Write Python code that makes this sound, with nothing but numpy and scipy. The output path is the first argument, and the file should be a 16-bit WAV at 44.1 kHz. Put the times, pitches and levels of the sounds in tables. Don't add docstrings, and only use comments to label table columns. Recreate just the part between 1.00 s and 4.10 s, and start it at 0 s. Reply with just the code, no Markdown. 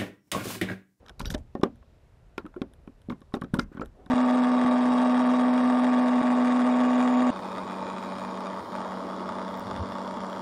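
import sys
import numpy as np
from scipy import signal
from scipy.io import wavfile

SR = 44100
rng = np.random.default_rng(int(sys.argv[2]) if len(sys.argv) > 2 else 0)


def transcribe(signal):
    frames = np.atleast_2d(signal).T
    limited = np.clip(frames, -1, 1)
    pcm = np.round(limited * 32767).astype(np.int16)
    wavfile.write(sys.argv[1], SR, pcm)


def rack_gain(trim_db):
    fader = np.asarray(trim_db, float)
    return 10 ** (fader / 20)


N = 136710


def rms_one(x):
    return x / np.sqrt(np.mean(x ** 2) + 1e-20)


def at_hz(points, hz, column=1):
    points = np.array(points)
    return np.interp(np.log(hz), np.log(points[:, 0]), points[:, column])


def drift(rate_hz):
    r = np.exp(-80 * np.pi * rate_hz / SR)
    white = rng.standard_normal(N // 40 + 2002)
    slow = signal.lfilter([1], [1, -2 * r, r * r], white)[2000:]
    return np.interp(np.arange(N) / 40, np.arange(len(slow)), rms_one(slow))


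def ring(clicks, hz, t60):
    r, w = rack_gain(-60 / (t60 * SR)), 2 * np.pi * hz / SR
    return signal.lfilter([0, np.sin(w)], [1, -2 * r * np.cos(w), r * r], clicks + 1e-18)


def band_pass(x, low_hz, high_hz):
    return signal.sosfilt(signal.butter(2, [low_hz, high_hz], "band", fs=SR, output="sos"), x)


def bands(low_hz):
    edges = low_hz * 2 ** np.arange(0, 9, .5)
    edges = edges[edges < 20000]
    return [(np.sqrt(a * b), signal.butter(2, [a, b], "band", fs=SR, output="sos"))
            for a, b in zip(edges, edges[1:])]


def coloured(x, spectrum, low_hz):
    return sum(rack_gain(at_hz(spectrum, hz)) * signal.sosfilt(sos, x + 1e-18) for hz, sos in bands(low_hz))


def add(out, s, x):
    i = max(int(s * SR), 0)
    out[i:i + len(x)] += x[:N - i]


def thuds():
    # t/s, peak level/dB, f/Hz
    pushes = [(0.196, -35, 163), (0.211, -29.5, 199), (0.25, -31.5, 197), (0.298, -29, 153),
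              (0.315, -32.5, 157), (0.342, -20.5, 265), (0.548, -22, 290), (0.5925, -28, 220),
              (0.6295, -8.5, 326), (1.376, -24.5, 345), (1.4415, -32.5, 232), (1.559, -35, 295),
              (1.6125, -19, 260), (1.872, -33, 248), (2.083, -25, 231), (2.0995, -24, 237),
              (2.119, -28.5, 187), (2.212, -42.5, 247), (2.3351, -19.5, 244), (2.3455, -27, 374),
                  (2.365, -27.5, 293), (2.413, -25, 201), (2.4343, -26, 220), (2.533, -14, 194),
                  (2.559, -25, 240), (2.5843, -15.5, 227), (2.713, -37.5, 280), (2.746, -33.5, 202),
                  (2.77, -30.5, 235), (2.7923, -27, 226), (2.809, -27.5, 290), (2.83, -28.5, 400),
                  (3.06, -39.5, 206)]
    # f/Hz, level/dB, t60/s
    wall_modes = [(141, -70.5, 0.17), (237, -10, 0.28), (277.6, -9, 0.17), (366.2, 2, 0.076),
                  (455.7, -5, 0.084), (541.4, 0.5, 0.089)]
    push_cycles, push_db, panel_db, lag_s = 0.41, 1, -16.5, .004
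    rows = pushes
    t = np.arange(SR // 4) / SR
    kick = np.arange(SR // 4) == 0
    luck_db = rng.normal(0, 2.12, (len(rows), len(wall_modes)))
    out = np.zeros(N)
    for (s, db, hz), lucks in zip(rows, luck_db):
        u = t * hz / push_cycles
        push = -u * np.exp(1 - u) * np.sin(2 * np.pi * hz * t)
        panel = sum(rack_gain(mode_db + luck) * ring(kick, f, t60)
                    for (f, mode_db, t60), luck in zip(wall_modes, lucks))
        panel = panel * (1 - np.exp(-u * .5))
        add(out, s + lag_s, rack_gain(db + push_db) * (push - rack_gain(panel_db) * panel))
    return out


def bursts(lengths, spectrum, low_hz, rough):
    t = np.arange(rough.shape[1]) / SR
    shape = np.exp(-t / np.reshape(lengths, (-1, 1))) * (1 - np.exp(-t / .0003))
    x = coloured(rough * shape, spectrum, low_hz)
    return x / np.abs(x).max(axis=1, keepdims=True)


def contacts():
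    # t/s, peak level/dB, treble level over it/dB
    part_clicks = [(0.062, -32.5, -21), (0.0833, -28, -22), (0.0942, -22.5, -14.5), (0.213, -20, -38),
                   (0.2552, -11, -16.5), (0.3028, -11, -14), (0.325, -28, -25), (0.3456, -13.5, -37),
                   (0.551, -33.5, -10), (0.612, -34.5, -14), (0.6337, -10, -37), (1.3787, -19, -12.5),
                   (1.463, -39, -3.5), (1.544, -53, -11), (1.5628, -47, -3), (1.6188, -25.5, -38),
                   (1.873, -48.5, -4.5),
                   (2.0975, -33, -36), (2.1007, -42, -36), (2.12, -50, -26), (2.2168, -37.5, -21),
                  (2.3395, -16.5, -48), (2.349, -25, -30), (2.413, -32, -2.5), (2.4165, -32.5, -5.5),
                  (2.4364, -37, -7), (2.4435, -32, -38), (2.5411, -18.5, -2.5), (2.5703, -39, -6),
                  (2.588, -20, -39), (2.7472, -47, -2), (2.7714, -44, -26), (2.816, -37, -39),
                  (3.0609, -34, -13), (2.5937, -11, -57)]
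    # t/s, peak level/dB
    ticks = [(0.7577, -48.5), (1.736, -39), (2.0173, -42), (2.2059, -46), (2.3334, -50), (2.8584, -33),
             (2.851, -45)]
    # f/Hz, level per Hz/dB
    body_colour = [(1400, 15.5), (2300, 7), (3800, 12.5), (5600, -8), (7000, -14.5), (12000, -73)]
    treble_colour = [(4000, -33), (7000, -4), (11000, 32), (16000, -24)]
    click_s, longer_per_db, tick_s = .002, .15, .0005
    click_db, tick_treble_db = -13, -1
    clicks = part_clicks
    rows = clicks + [(s, db - tick_treble_db, tick_treble_db) for s, db in ticks]
    lengths = [click_s * rack_gain(longer_per_db * (db + 30)) for s, db, _ in clicks] + [tick_s] * len(ticks)
    rough = rng.standard_normal((60, SR // 30))[:len(rows)]
    body = bursts(lengths, body_colour, 1400, rough)
    treble = bursts(lengths, treble_colour, 2800, rough)
    out = np.zeros(N)
    for (s, db, treble_db), low, high in zip(rows, body, treble):
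        add(out, s, rack_gain(db + click_db) * (low + rack_gain(treble_db) * high))
    return out


def knocks():
    # t/s, peak level/dB, strongest f/Hz
    cap_knocks = [(0.083, -49, 1390), (0.093, -40, 1520), (0.204, -26, 1090), (0.343, -30.5, 1510),
                  (0.552, -30, 795), (0.616, -40.5, 760), (0.635, -15.5, 1178), (0.826, -51, 1074),
                  (1.38, -28, 1370), (1.453, -40.5, 1420), (1.463, -39, 1280), (1.54, -45, 1370),
                  (1.562, -42, 1380), (1.6185, -35, 780), (1.875, -44, 1290), (2.101, -30.5, 1176),
                  (2.121, -33, 1124), (2.218, -51.5, 1090), (2.322, -47.5, 1090), (2.341, -23, 796),
                  (2.366, -33.5, 1090), (2.418, -30, 1140), (2.443, -36, 1300), (2.541, -28.5, 930),
                  (2.5935, -27, 1440), (2.77, -38.5, 1380), (2.795, -31, 1090), (2.815, -27, 1326),
                  (3.064, -45, 1040), (1.379, -49, 2560)]
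    # f/Hz, level/dB, t60/s
    cap_modes = [(755, 0, 0.0077), (1090, 10, 0.019), (1380, 4.5, 0.013), (1490, -23.5, 0.0082),
                 (2227, 1, 0.0079)]
    contact_s, main_t60_s, side_modes_db, knock_db = 0.0013, 0.033, -10.5, 1
    t = np.arange(SR // 10) / SR
    rough = rng.standard_normal((40, len(t)))
    luck_db = rng.normal(0, 4, (40, len(cap_modes)))
    soften = signal.butter(2, 3200, fs=SR, output="sos")
    out = np.zeros(N)
    for (s, db, hz), noise, lucks in zip(cap_knocks, rough, luck_db):
        burst = signal.sosfilt(soften, noise * t * np.exp(-t / contact_s))
        side_modes = sum(rack_gain(side_modes_db + mode_db + luck) * ring(burst, f, t60)
                         for (f, mode_db, t60), luck in zip(cap_modes, lucks))
        knock = ring(burst, hz, main_t60_s) + side_modes
        add(out, s, rack_gain(db + knock_db) * knock / np.abs(knock).max())
    return out


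def rings():
    # t/s, peak level/dB, f/Hz, t60/s
    free_modes = [(0.204, -35, 1030, 0.012), (0.347, -30.5, 600, 0.085), (0.36, -42, 600, 0.066),
                  (0.553, -50, 1820, 0.077), (0.636, -34, 1890, 0.02), (1.379, -39.5, 935, 0.04),
                  (1.3808, -27, 2350, 0.0058), (1.619, -39, 1380, 0.026), (1.618, -33.5, 2520, 0.0049),
                  (1.618, -31.5, 3430, .005), (2.099, -35.5, 3570, 0.0033), (2.102, -41, 2140, 0.025),
                  (2.131, -62, 2120, 0.066), (2.541, -26.5, 1466, 0.026), (2.572, -40.5, 1374, 0.032),
                  (2.593, -18, 1380, 0.024), (2.595, -25, 4960, 0.0081), (2.6, -42.5, 2100, 0.09),
                  (2.74, -58, 1180, 0.023), (2.779, -40, 1500, .02), (2.779, -53, 3130, 0.01),
                  (2.785, -45, 226, .04), (2.795, -63, 1840, 0.0055), (2.814, -70, 3660, 0.012),
                  (2.82, -32, 493, 0.075), (2.836, -44, 1430, 0.021), (2.11, -28.5, 232, 0.05),
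                  (1.454, -34.5, 297, 0.056), (1.5653, -30.5, 366, 0.049), (2.443, -31.5, 225, 0.037),
                  (0.6317, -24, 780, 0.0099), (2.822, -57, 7300, 0.033), (2.343, -40, 3680, 0.026)]
    rise_cycles = 0.5
    out, t = np.zeros(N), np.arange(SR // 5) / SR
    for s, db, hz, t60 in free_modes:
        shape = (1 - np.exp(-t * hz / rise_cycles)) * rack_gain(-60 * t / t60)
        add(out, s, rack_gain(db) * shape / shape.max() * np.sin(2 * np.pi * hz * t))
    return out


def key():
    # f/Hz, level/dB, t60/s
    key_modes = [(1538, -9, 0.3), (2805, -14, 0.19), (2960, -11, 0.16), (3300, -11, 5.0), (3867, -7, 0.11),
                 (4660, -5, 0.31), (5300, -15, 0.075), (5740, -6.5, 0.078), (11870, -17, 0.12)]
    struck_s, damped_s, key_db, rattles_per_s = .2555, .031, -47, 6000
    t = np.arange(SR // 10) / SR
    rattles = rng.random(len(t)) < rattles_per_s / SR
    tone = 0
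    for hz, db, t60 in key_modes:
        blows = (t == 0) + 0.4 * rattles * rng.standard_normal(len(t))
        tone = tone + rack_gain(db) * ring(blows, hz, min(t60, .06))
    out = np.zeros(N)
    add(out, struck_s, rack_gain(key_db) * tone * np.exp(-(t / damped_s) ** 6))
    return out


def scrapes():
    # start t/s, length/s
    strokes = [(.052, .07), (.193, .027), (.21, .05), (.298, .042), (.376, .036), (2.096, .045),
               (2.337, .042), (2.537, .044), (2.587, .06), (2.712, .15), (.248, .014), (.339, .014),
               (2.808, .022), (1.384, .035), (.64, .04)]
    # level/dB, slope/dB per octave, strongest f/Hz
    stroke_colours = [(-60.5, -6.5, 1350), (-45, -1.5, 4100), (-60.5, -1, 5500), (-46, 1.5, 6000),
                      (-63.5, -3, 8100), (-50, -5, 970), (-46.5, -4, 1240), (-43, -4, 1050),
                      (-55, -1.5, 5400), (-61, -8, 1440), (-47, -8.5, 2500), (-42.5, -5.5, 4000),
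                      (-53, -7.5, 4800), (-60, -8.5, 4200), (-55.5, -9.5, 2800)]
    grains_per_s, grain_spread_db, grain_cycles = 9000, 2, 16
    peak_db, peak_octaves, fade_db = 12, 0.25, -9
    sizes = rack_gain(grain_spread_db * np.minimum(rng.exponential(1, N), 4.0)) * rng.choice([-1, 1], N)
    grains = sizes * (rng.random(N) < grains_per_s / SR) * rack_gain(1.5 * drift(150))
    pitches = np.geomspace(800, 14000, 24)
    dealt = rng.integers(0, 24, N)
    resonances = np.array([ring(ring(grains * (dealt == k), hz, grain_cycles / hz), hz, 3 / hz)
                           for k, hz in enumerate(pitches)])
    resonances /= resonances.std(axis=1, keepdims=True)
    octaves = np.log2(pitches / 800)[:, None]
    out, luck_db = np.zeros(N), rng.normal(0, 2, (20, 24))
    for (s, length), (db, slope_db, peak_hz), luck in zip(strokes, stroke_colours, luck_db):
        bump = luck + peak_db * np.exp(-(np.log2(pitches / peak_hz) / peak_octaves) ** 2)
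        i, n = int(s * SR), int(length * SR)
        fade = fade_db * (1 + octaves / 2) * np.linspace(0, 1, n)
        levels = rack_gain((slope_db + 3) * octaves + bump[:, None] + fade)
        part = rms_one((levels * resonances[:, i:i + n]).sum(axis=0))
        add(out, s, rack_gain(db) * part * signal.windows.tukey(n, .25))
    return out


def swells(rows):
    t = np.arange(N) / SR
    return sum(height * np.exp(-((t - s) / half) ** 4) for s, half, height in rows)


def rubs():
    # middle t/s, half length/s, level/dB
    slides = [
        (0.064, 0.076, -59),
        (0.294, 0.095, -51),
        (1.78, 0.13, -67),
        (3.008, 0.081, -61),
    ]
    dull = band_pass(rng.standard_normal(N), 143, 600)
    lumps = rack_gain(2.64 * drift(rate_hz=21))
    return rms_one(dull) * lumps * swells([(s, half, rack_gain(db)) for s, half, db in slides])


def tail(hits):
    # f/Hz, level/dB, t60/s
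    body = [(97.6, -32, 0.6), (280, -10, 0.081), (737, -13.5, 0.13), (1640, -22.5, 0.15),
            (4680, -53.5, 0.2), (11300, -10, 0.069)]
    out, white = 0, rng.standard_normal((2, N))
    for k, (hz, sos) in enumerate(bands(71.2)):
        r = rack_gain(-120 / (at_hz(body, hz, column=2) * SR))
        power = signal.lfilter([300 / SR], [1, -r], signal.sosfilt(sos, hits + 1e-12) ** 2)
        out = out + rack_gain(at_hz(body, hz)) * np.sqrt(power) * rms_one(signal.sosfilt(sos, white[k % 2]))
    return out


def rumble():
    # middle t/s, half length/s, level over the wind/dB
    shakes = [
        (0.311, 0.13, 20.5),
        (2.611, 0.087, 15),
        (2.874, 0.044, 8.5),
    ]
    wind_db = -56.5
    low = band_pass(rng.standard_normal(N), 28, 80)
    return rack_gain(wind_db + swells(shakes)) * rms_one(low)


def air():
    # f/Hz, level/dB
    outdoors = [(53, -31), (90, -5), (232, -17), (398, -23.5), (424, -16), (682, -22.5), (15500, -54)]
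    air_db = -62.5
    white = rng.standard_normal((2, N))
    far = sum(rack_gain(at_hz(outdoors, hz) + drift(rate_hz=1.7)) * signal.sosfilt(sos, white[k % 2])
              for k, (hz, sos) in enumerate(bands(87.6)))
    return rack_gain(air_db) * rms_one(far)


def hoot():
    start_s, rise_s, length_s, die_s = 2.97, 0.013, .12, 0.046
    pitch_hz, waver_hz, waver_db, hoot_db = 740, 3, 1.5, -62
    t = np.arange(N) / SR
    tone = np.sin(2 * np.pi * np.cumsum(pitch_hz + waver_hz * drift(rate_hz=35)) / SR)
    rise = np.clip((t - start_s) / rise_s, 0, 1)
    fall = np.exp(-(np.maximum(t - start_s - length_s, 0) / die_s) ** 2)
    return rack_gain(hoot_db) * rise * fall * tone * rack_gain(waver_db * drift(rate_hz=36))


def scene():
    hits = thuds() + contacts() + knocks() + rings() + key()
    outdoors = rumble() + air() + hoot()
    return (hits + tail(hits) + scrapes() + rubs() + outdoors)[None, :]


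def top_cut(x):
    return signal.sosfilt(signal.butter(12, 15790, fs=SR, output="sos"), x)


def record(dry):
    cut = signal.sosfilt(signal.cheby2(12, 70, 16100, fs=SR, output="sos"), dry)
    return top_cut(cut)


dry = scene()
out = record(dry)
transcribe(out)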